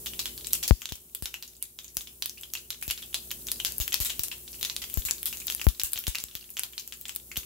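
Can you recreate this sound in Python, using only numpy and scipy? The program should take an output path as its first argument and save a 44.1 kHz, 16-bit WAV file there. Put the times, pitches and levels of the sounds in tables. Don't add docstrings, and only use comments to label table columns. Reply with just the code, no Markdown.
import sys
import numpy as np
from scipy import signal
from scipy.fft import rfft, irfft
from scipy.io import wavfile
from scipy.ndimage import uniform_filter1d

SR = 44100
rng = np.random.default_rng(int(sys.argv[2]) if len(sys.argv) > 2 else 0)


def transcribe(signal):
    frames = np.atleast_2d(signal).T
    limited = np.clip(frames, -1, 1)
    pcm = np.round(limited * 32767).astype(np.int16)
    wavfile.write(sys.argv[1], SR, pcm)


def gain_from_db(level_db):
    decades = np.asarray(level_db, float) / 20
    return 10 ** decades


N = 328545

# time in seconds, kitchen level in dB.
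GAIN = [(0, -56.5), (.66, -57), (.76, -67.5), (1.39, -66.5), (1.68, -69), (2.14, -65), (2.78, -64.5),
        (3.1, -61), (3.5, -57), (4.0, -59), (4.4, -60.5), (5.19, -60), (5.66, -60.5), (5.75, -66),
        (6.31, -66), (6.81, -66.5), (7.45, -62.5)]
# start in seconds, pressure in dB, push +1 or pull -1, rise in ms, level dip
# in dB (sign ignored).
LEFT_PUFFS = [(0.7092, 13, 1, 0.12, 14), (0.9215, -18.5, -1, 0.022, 3), (1.2242, -14, 1, 0.43, 8),
              (1.97, -24.5, 1, 0.67, 4), (2.88, -15.5, -1, 0.14, 10), (3.8013, 12.5, -1, 21.5, 13),
              (4.0033, -6.5, 1, 1.7, 14), (4.195, -20, -1, 0.052, 5), (4.9735, 9.5, 1, 8.3, 9),
              (5.6679, 13, 1, 0.15, 18), (5.8345, -18, -1, 0.32, 13.5), (5.96, -16, -1, 13, -1),
              (6.0795, -0.5, -1, 4.9, 1), (6.239, -32, -1, 0.03, 1.5), (6.3525, -29, -1, 0.037, -4.5),
              (7.3746, -18.5, -1, 0.81, .5)]
# start in seconds, peak in dB, bubble ring in Hz,
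# crack over ring in dB, echo under peak in dB.
LOUD_POPS = [(0.2578, -11, 3460, -3, -22), (1.2576, -11, 3770, -1, -24.5),
             (2.2239, -8.5, 3950, -2.5, -25.5), (2.2591, -11, 3900, 6.5, -27), (2.537, -9, 6050, -1, -27),
             (2.705, -10, 3950, 2.5, -26), (3.1446, -4.5, 3530, -0.5, -24.5),
             (3.315, -10, 3020, 1.5, -27.5), (3.5173, -4.5, 4500, 8, -28.5),
             (3.6492, -5.5, 3530, 1.5, -22.5), (3.9228, -14.5, 3280, -9, -11.5),
             (3.943, -2.5, 4500, 3, -26.5), (4.1946, -7.5, 6800, 0, -24), (4.6298, -7.5, 3800, -1, -24),
             (4.65, -8, 3600, -0.5, -24), (4.699, -11, 3980, -9, -25.5), (4.7651, -9, 4040, 2, -27.5),
             (5.1105, -3, 8960, -3.5, -27.5), (5.4823, -13, 3860, -15, -25),
             (5.5011, -9.5, 3150, -1.5, -27), (5.798, -8, 4340, -1.5, -24.5), (6.069, -10, 3430, -2, -19.5),
             (6.3533, -11.5, 3500, 5.5, -27), (6.635, -9, 3800, 3.5, -27.5)]
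# start in seconds, peak in dB, bubble ring in Hz,
# crack over ring in dB, echo under peak in dB.
LOUD_CRACKS = [(0.533, -2.5, 6200, 5.1, -25), (1.15, -12.5, 3540, 13.6, -27),
               (1.2243, -16.5, 7500, 4.9, -17.5), (1.6263, -9, 8300, 9.4, -27.5),
               (1.97, -5.5, 5500, 3.5, -28), (2.8263, -11.5, 2640, 4.8, -24.5),
               (2.88, -11.5, 3750, 11, -20.5), (2.91, -6, 4120, 7.5, -27), (3.7827, -11, 7200, 19, -30),
               (3.8017, -10.5, 6240, 2.5, -13.5), (3.8797, -10.5, 3000, 3.8, -28),
               (4.049, -10, 7940, 2.8, -13), (4.235, -8.5, 7060, 19, -22), (4.974, -14, 6300, 5.6, -16.5),
               (5.052, -10.5, 7860, 3.3, -15), (5.2304, -11.5, 3380, 8.1, -32),
               (5.2578, -7.5, 7200, 3.4, -18), (5.8352, -4.5, 7600, 12, -20.5), (5.9335, -5, 4070, 12, -29),
               (5.99, -13, 6000, 18, -22), (6.081, -12.5, 3510, 39, -20.5), (6.595, -6.5, 2700, 13, -32),
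               (7.1619, -11, 4100, 14, -31), (7.3725, -10, 6300, 3.6, -21.5)]
# start in seconds, peak in dB, note in Hz.
BUBBLES = [(1.342, -30, 2670), (2.375, -40.5, 2580), (2.3805, -43.5, 2920), (2.434, -35.5, 3270),
           (2.825, -35, 2580), (2.91, -26.5, 2920), (2.554, -28, 2770), (3.027, -33.5, 3390),
           (3.487, -30, 3600), (3.6, -24.5, 3000), (4.3157, -27, 2663), (4.396, -56, 2700),
           (4.822, -40, 3000), (5.0216, -44, 3440), (5.329, -34, 2835), (5.417, -39.5, 2400),
           (6.15, -27, 2600), (6.733, -43, 3100), (7.315, -37, 2130)]


def evened(x):
    return x / np.sqrt(np.mean(x ** 2, -1, keepdims=True) + 1e-20)


def read(points, hz):
    f, value = np.transpose(points)
    return np.interp(np.log(hz + 1), np.log(f + 1), value)


def curve(points, s):
    return np.interp(s, *np.transpose(points))


def coloured(x, db_of):
    size = x.shape[-1]
    return irfft(rfft(x) * gain_from_db(db_of(np.fft.rfftfreq(size, 1 / SR))), size)


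def add(mix, s, sound):
    part = mix[..., round(s * SR):][..., :sound.shape[-1]]
    part += sound[..., :part.shape[-1]]


def bed(*curves):
    return gain_from_db(sum(curve(points, np.arange(N) / SR) for points in curves))


def level_dips_db():
    dip = np.zeros(N)
    u = np.arange(-600, 2400) / SR
    shape = np.where(u < 0, np.clip(1 + u / 0.0076, 0, 1), np.exp(-u / 0.0078))
    causes = [(row[0], abs(row[-1])) for row in LEFT_PUFFS]
    causes += [(row[0], np.clip(row[-1] + 25, 0, 11)) for row in LOUD_POPS + LOUD_CRACKS]
    for s, dip_db in causes:
        at = (round((s + u[0]) * SR) + np.arange(len(u))) % N
        dip[at] = np.minimum(dip[at], -dip_db * shape)
    return dip


def kitchen():
    # frequency in Hz, density in dB per Hz.
    rumble_spectrum = [(18, -44), (30, -14), (66, 4), (188, -7), (228, 1.5), (287, -6.5), (349, -6),
                       (600, -12), (1500, -25.5), (1950, -43), (3300, -120)]
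    # frequency in Hz, level in dB over the kitchen.
    hum_lines = [(59, 3), (122, -6), (162, -7.5), (216, -13.5), (237.5, -8.5), (327, -11.5), (356.5, -4),
                 (416, -8.5)]
    t = np.arange(N) / SR
    rumble = rng.standard_normal(N) + 0.22 * rng.standard_normal((2, N))
    out = gain_from_db(-0.5) * evened(coloured(rumble, lambda f: read(rumble_spectrum, f)))
    for hz, db in hum_lines:
        level_waver, phase_waver = evened(uniform_filter1d(rng.standard_normal((2, N)), 4000))
        out += gain_from_db(db + 1 + 0.8 * level_waver) * np.sin(2 * np.pi * hz * t + 0.15 * phase_waver)
    return bed(GAIN) * out


def fizz():
    # frequency in Hz, density in dB per Hz.
    fizz_spectrum = [(530, 2), (900, -8.5), (1960, -9.5), (3230, -2.5), (4600, -1.5), (9200, 11),
                     (12800, 11.5), (15700, 12), (16500, -51)]
    # time in seconds, level in dB over the kitchen.
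    heat = [
        (0, 10),
        (3.5, 11),
        (5.75, 13.5),
        (6.799, 12),
        (7.45, 10),
    ]
    ticks_per_s = 160
    strikes = gain_from_db(3.5 * np.minimum(rng.exponential(1, N), 1.8)) * (rng.random(N) < ticks_per_s / SR)
    n = np.arange(1500)
    tick = rng.standard_normal(1500) * (np.exp(-n / 0.82) + 0.0099 * np.exp(-n / 170.0))
    ticks = evened(signal.oaconvolve(strikes, tick)[:N])
    swell = gain_from_db(0.68 * evened(uniform_filter1d(rng.standard_normal(N), 2500)))
    hiss = rng.standard_normal((2, N)) * swell + gain_from_db(-15) * ticks
    port_gain = gain_from_db([[3.5], [2]])
    return bed(GAIN, heat) * port_gain * evened(coloured(hiss, lambda f: read(fizz_spectrum, f)))


def burst(hz, cycles, crack_db, tilt_db, chance):
    # frequency in Hz, level in dB.
    snap_spectrum = [(300, -11), (1000, -10.5), (1900, -37), (2700, 4), (5000, 12), (7500, 20), (9500, -2)]
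    # frequency in Hz, level in dB.
    crack_spectrum = [(2500, -58), (6000, -9), (10500, 1.5), (13000, 5), (15800, 0.5), (17000, -30)]
    t = np.arange(chance.shape[-1]) / SR
    ring = np.sin(2 * np.pi * hz * t * (1 + 6 * t)) * np.exp(-t * hz / cycles)
    jolt = (t == 8 / SR) + 0.25 * chance * np.exp(-t / 0.0003)
    snap = coloured(jolt, lambda f: read(snap_spectrum, f))
    rough_jolt = jolt + 0.15 * chance * np.exp(-t / 0.0006)
    crack = coloured(rough_jolt, lambda f: read(crack_spectrum, f)
                     + tilt_db * np.clip((f - 12500) / 3500, -1, 1))
    share = np.clip(cycles / 2.5, 0.22, 0.97)
    body = np.sqrt(share) * evened(ring) - np.sqrt(1 - share) * evened(snap)
    sound = body * np.clip(t / 0.00018, 0, 1)
    sound = sound + gain_from_db(crack_db - 1) * evened(crack) * np.clip(t / 0.00006, 0, 1)
    sound = sound * (t < 0.02)
    return sound / abs(signal.hilbert(sound.mean(0))).max()


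def echo(sound, chance):
    # frequency in Hz, level in dB.
    returned = [(400, -9.5), (1500, -5), (2100, -6), (2700, -2.5), (4500, -3), (7000, -2.5), (9500, -4.5),
                (14000, -6)]
    size = chance.shape[-1]
    t = np.arange(size) / SR
    patches_db = 2.8 * evened(uniform_filter1d(chance[2], 90))[:size // 2 + 1]
    decay = gain_from_db(-60 * t / 0.11) + gain_from_db(-10 - 60 * t / 0.39)
    swarm = chance[:2] * decay * np.clip(t / 0.00053, 0, 1)
    colour = np.sqrt((abs(rfft(sound, size)) ** 2).mean(0)) ** 0.63
    walls = gain_from_db(read(returned, np.fft.rfftfreq(size, 1 / SR)) + patches_db)
    wet = irfft(rfft(swarm) * walls * colour, size)
    return wet / np.linalg.norm(wet[0]) * np.linalg.norm(swarm[0])


def seed_rows():
    # start in seconds, peak in dB, bubble ring in Hz, echo under peak in dB.
    dull = [(0.635, -15.5, 5900, -15), (0.8194, -18.5, 3000, -22.5), (0.8567, -12.5, 3680, -27),
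            (1.3421, -16, 2800, -25), (1.7892, -20, 3500, -23.5), (2.296, -15.5, 5630, -28),
            (2.4346, -22, 3220, -26), (2.5529, -15, 3000, -26), (2.9016, -12.5, 3100, -24),
            (2.914, -17, 3140, -30), (3.47, -17, 6100, -28), (3.4862, -16, 3430, -25.5),
            (3.602, -14, 3260, -28), (4.098, -14.5, 3460, -20.5), (4.103, -14.5, 3300, -20.5),
            (4.3153, -24, 4160, -14), (4.818, -27, 3200, -8.5), (4.8405, -17.5, 3090, -24),
            (5.086, -18.5, 2400, -17), (5.6154, -12.5, 2780, -24.5), (5.8166, -13.5, 3020, -38),
            (5.9769, -15.5, 3220, -25), (6.149, -16.5, 2450, -20), (6.155, -11, 4160, -29),
            (6.2019, -21.5, 5700, -19.5), (6.5698, -15, 2960, -24), (6.5773, -17.5, 3220, -29),
            (6.7802, -12.5, 4070, -25), (6.924, -19, 3200, -23.5), (7.0946, -16, 3100, -25)]
    # start in seconds, peak in dB, bubble ring in Hz,
    # crack over ring in dB, echo under peak in dB.
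    bright = [(0.0612, -12.5, 3460, 3.5, -22.5), (0.1938, -11.5, 4870, 0.5, -18.5),
              (0.4704, -12.5, 7800, -2, -26), (0.528, -18, 8270, 1, -26), (0.539, -23.5, 7670, -14, -9.5),
              (0.629, -13, 3450, 5.5, -19), (0.679, -9, 4540, 9, -18), (0.923, -14.5, 3760, 1, -26),
              (1.4258, -19, 4200, 0, -23), (3.6591, -15, 4470, -3, -15), (3.722, -17, 8010, 4, -30),
              (3.9295, -12, 3010, 13, -38), (4.0034, -9.5, 9220, 3, -16.5), (4.008, -19, 3150, 11, -7.5),
              (4.2382, -10.5, 7050, -2.5, -24.5), (4.284, -19, 8870, 5, -45),
              (4.6121, -15.5, 3530, 5.5, -26), (4.9406, -14, 8010, 32, -40), (5.264, -27, 3620, -3, -24),
              (5.3282, -17.5, 2830, 0, -20.5), (5.372, -17, 6630, -6.5, -26), (5.47, -10.5, 8500, 11, -25),
              (5.5237, -13, 4040, 3, -25), (5.5494, -8.5, 9220, 10, -34), (5.6433, -16.5, 8530, 14, -22),
              (5.6875, -9.5, 3760, 6, -26.5), (5.921, -22.5, 7320, 6, -23), (6.1847, -13, 4240, 0.5, -26),
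              (6.2394, -13, 7300, -3.5, -30), (6.877, -18, 7550, 6, -29)]
    # start in seconds, peak in dB, bubble ring in Hz.
    faint_dull = [(0.069, -17, 3200), (0.1357, -23, 3000), (0.446, -21, 4200), (0.692, -31, 4400),
                  (0.891, -20.5, 3640), (1.4339, -30, 3500), (1.845, -25.5, 6800), (2.0093, -24.5, 3620),
                  (2.073, -26.5, 3400), (2.978, -21.5, 3820), (3.027, -27, 3450), (3.307, -21.5, 3900),
                  (4.479, -26, 3600), (4.5308, -26, 5150), (5.2768, -24, 3270), (5.402, -20.5, 7500),
                  (5.5087, -31, 3000), (5.5971, -23, 2960), (5.959, -19.5, 3250), (5.9679, -20.5, 4000),
                  (6.589, -20, 2820), (6.6385, -24, 3150), (6.7976, -19.5, 6140), (7.055, -22, 3300),
                  (7.083, -19, 7500), (7.3165, -24, 2480), (7.3589, -22.5, 2950)]
    # start in seconds, peak in dB, bubble ring in Hz,
    # crack over ring in dB.
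    faint_mixed = [(0.164, -37, 3880, -8), (0.1927, -13.5, 3790, -25), (0.3784, -20, 4270, 4.5),
                   (0.4106, -28.5, 3760, -10), (0.508, -23, 3850, 7), (0.5522, -11, 3360, 9),
                   (0.841, -36, 3300, -59), (1.4783, -27, 6600, -3), (1.6557, -38, 3860, -7),
                   (1.8811, -28.5, 7000, -25), (2.412, -25, 8400, 3), (2.574, -24, 4020, -8),
                   (2.5855, -27, 7320, -6), (2.7286, -23.5, 3790, -10), (2.7464, -32, 3100, -9),
                   (3.0226, -25, 3480, 7), (3.13, -29, 3100, -3), (3.4773, -20, 6240, 13),
                   (3.5602, -27.5, 4740, -9), (3.815, -18, 3450, -15), (3.9087, -23, 7490, -2),
                   (4.5443, -32, 2800, -9), (4.9, -22, 3050, 9), (4.935, -28.5, 3360, -1),
                   (5.0216, -27, 3500, -13), (5.1825, -26, 4050, -2), (5.581, -29, 3790, -12),
                   (5.7488, -31, 4130, -15), (6.0398, -23, 3030, 3), (6.2855, -30.5, 3700, -9),
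                   (6.313, -32, 3620, -18), (6.3321, -49, 3400, -1), (6.3735, -31, 3190, -7),
                   (6.411, -29.5, 4350, 1), (6.4426, -32.5, 3270, -27), (6.493, -36, 2760, -3),
                   (6.5396, -33, 7000, -5), (6.7347, -30.5, 3060, -17), (7.2002, -35, 3530, 0),
                   (7.369, -14, 3270, -3), (7.433, -31, 2800, -6),
                   (0.955, -26, 8180, 5), (1.004, -40, 7750, 3), (1.018, -38, 8070, 20),
                    (5.668, -13, 9000, 25), (1.553, -38, 4740, -25), (1.5674, -33.5, 7490, 0),
                    (2.3802, -30, 4600, 0), (1.8351, -33, 8270, -3), (1.9465, -29, 7320, 15),
                    (1.9526, -36, 9220, 11), (1.9925, -28, 7060, 12), (2.0141, -21, 6200, 12),
                    (2.425, -29, 9220, 23), (2.814, -27, 8270, 3), (2.8671, -28, 8790, 9),
                    (3.0609, -30, 7410, 13), (3.348, -35, 2670, 7), (3.641, -37, 3270, 12),
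                    (3.7405, -32, 4570, 13), (3.7752, -31, 7490, 13), (3.8272, -25, 3100, 11),
                    (3.9795, -25, 3790, 7), (4.3819, -33, 4130, 21), (4.5197, -26, 7060, 12),
                    (4.5517, -25, 8870, -1), (4.5974, -27, 8010, 13), (4.943, -17, 7600, -2),
                    (4.9604, -24, 6000, 5), (4.996, -21, 7150, 12), (5.4584, -31, 6630, 7),
                    (5.5086, -15, 7410, 4), (5.564, -23, 3960, 40), (5.7736, -32, 8010, 1),
                    (6.504, -22.5, 9200, 12), (6.7266, -30, 7240, 1), (6.7693, -36, 9220, 4),
                    (6.939, -24.5, 7700, 5), (6.9725, -32, 7670, 13), (6.9934, -36, 8350, 8),
                    (7.0126, -22, 8440, 10), (7.151, -21, 8440, 5), (7.2708, -37, 4910, 13)]
    rows = LOUD_POPS + LOUD_CRACKS + bright
    rows = rows + [(s, db, hz, -3.5, echo_db) for s, db, hz, echo_db in dull]
    rows = [(*row, 1.33 * gain_from_db(-0.3 * np.clip(row[3], -12, 6))) for row in rows]
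    # crack over ring dB, echo under peak dB, cycles
    rows += [(*row, -5, -20.5, 1.88) for row in faint_dull]
    rows += [(*row, -23, 1.88) for row in faint_mixed]
    rows += [(*row, -22, -13, 9) for row in BUBBLES]
    return rows


def seeds():
    # time in seconds, left over right in dB.
    aim = [
        (0, 0.5),
        (1.7, 0.5),
        (3.3, 0),
        (3.65, 4),
        (4.4, 3.5),
        (5.3, 2),
        (7.45, 3),
    ]
    # start in seconds, left over right in dB,
    # crack tilt towards the top in dB.
    spots = [(0.533, -1, 1), (0.629, 1, -1), (0.8912, -2, -3), (1.2245, -5, 2), (1.4256, 1, -1),
             (1.626, -3, -9), (1.845, -8, 5), (1.97, 3, -1.5), (2.2589, 0, 1), (2.537, 1, -3),
             (2.705, -3, -0.5), (2.88, 3, 7), (2.91, 3, -5), (3.1446, 0, -4), (3.6495, 2, -1),
             (3.722, 11, 0), (3.7829, 12, 5), (3.8014, 6, 4), (3.9225, 1, 2), (3.9293, 9, -3),
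             (3.943, 9, -3), (4.1946, 4, 16), (4.284, 10, -2), (4.7651, 2, -7.5), (4.9406, 10, 6),
             (4.9738, 5, 14), (4.9955, 6, -2), (5.053, 7, 6), (5.086, 1, -10), (5.1104, 7, -3),
             (5.47, 7, 8), (5.5494, 7, -3.5), (5.6678, 2, 11), (5.8353, 6.5, 1.5), (5.921, 9, 3),
             (5.99, 9, 6), (6.149, 0, -8), (6.1846, 0, -11), (6.2395, 6, 11), (6.595, 3, -8),
             (6.877, -1, 1), (7.0126, 9, 13)]
    bright_left, scatter_db = 0.15, 2.2
    port_lag_s = 0.00002
    out, dip = np.zeros((2, N)), level_dips_db()
    for s, peak_db, hz, crack_db, echo_db, cycles in seed_rows():
        size = 5120 if cycles == 1.88 else 12288
        chance = rng.standard_normal((5, size))
        pan_db = curve(aim, s) + bright_left * max(crack_db, 0) + scatter_db * chance[4, -1]
        tilt_db = 0
        spot = min(spots, key=lambda row: abs(row[0] - s))
        if abs(spot[0] - s) < 0.0025:
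            pan_db, tilt_db = spot[1:]
        clumps = gain_from_db(1.78 * evened(uniform_filter1d(chance[3], 40)))
        grain = 0.5 * chance[4, :1024] + chance[2:4, -1024:]
        sound = burst(hz, cycles, crack_db, tilt_db, grain)
        sound[1] = np.roll(sound[1], round(port_lag_s * SR * chance[4, -2]))
        level_db = peak_db - dip[round(s * SR)]
        add(out, s - 0.0004, gain_from_db(level_db + pan_db * np.array([[0.5], [-0.5]])) * sound)
        echo_gain = gain_from_db(peak_db + echo_db + np.array([[1.2], [-1.2]]))
        add(out, s + 0.0004, echo_gain * echo(sound, chance * clumps))
    return out


def puffs():
    # start in seconds, pressure in dB, push +1 or pull -1, rise in ms.
    right_puffs = [
        (0.7093, 1.5, 1, 2.5),
        (5.0526, -15, -1, 5),
        (5.8364, -9, -1, 14),
        (7.3704, -27, -1, 1.5),
    ]
    # upper limit in Hz at the left port, then the right.
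    top_hz = (4900, 3000)
    low_cut = np.r_[signal.butter(4, 56, "high", fs=SR, output="sos"),
                    signal.butter(2, 12, "high", fs=SR, output="sos")]
    out, t = np.zeros((2, N)), np.arange(6000) / SR
    for port, table in enumerate((LEFT_PUFFS, right_puffs)):
        blunt = signal.butter(1, top_hz[port], fs=SR)
        for s, db, push, rise_ms, *_ in table:
            jump = 1 / (1 + rise_ms)
            pressure = 1 - (1 - jump) * np.exp(-t * 1000 / max(rise_ms, 0.03))
            swing = signal.lfilter(*blunt, signal.sosfilt(low_cut, pressure))
            add(out[port], s, np.sign(push) * gain_from_db(db) * swing)
    return out


def singing():
    slide, slide_s = 0.061, 0.01
    sing_db, t60_s = -5.5, 0.078
    out, t = np.zeros((2, N)), np.arange(SR // 4) / SR
    for s, db, hz in BUBBLES:
        noise = rng.standard_normal((2, 2, len(t)))
        a, b = evened(uniform_filter1d(uniform_filter1d(noise, 90), 90))
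        phase = 2 * np.pi * hz * (t + slide * slide_s * (np.exp(-t / slide_s) - 1))
        note = (0.75 + 0.35 * a) * np.sin(phase) + 0.4 * b * np.cos(phase)
        add(out, s, gain_from_db(db + sing_db - 60 * t / t60_s) * np.clip(t / 0.006, 0, 1) * note)
    return out


def scene():
    return kitchen() + fizz() + seeds() + puffs() + singing()


def top_cut(x):
    return signal.sosfilt(signal.butter(12, 16970, fs=SR, output="sos"), x)


def record(dry):
    # frequency in Hz, level in dB.
    port_dip = [(7800, 0), (9300, -3), (10600, 0)]
    limited = np.clip(dry * gain_from_db(level_dips_db()), -0.9, 0.9)
    finished = coloured(limited, lambda f: read(port_dip, f)
                        + np.interp(f, [15750, 16050, 17000], [0, -22, -38]))
    return top_cut(finished)


dry = scene()
out = record(dry)
transcribe(out)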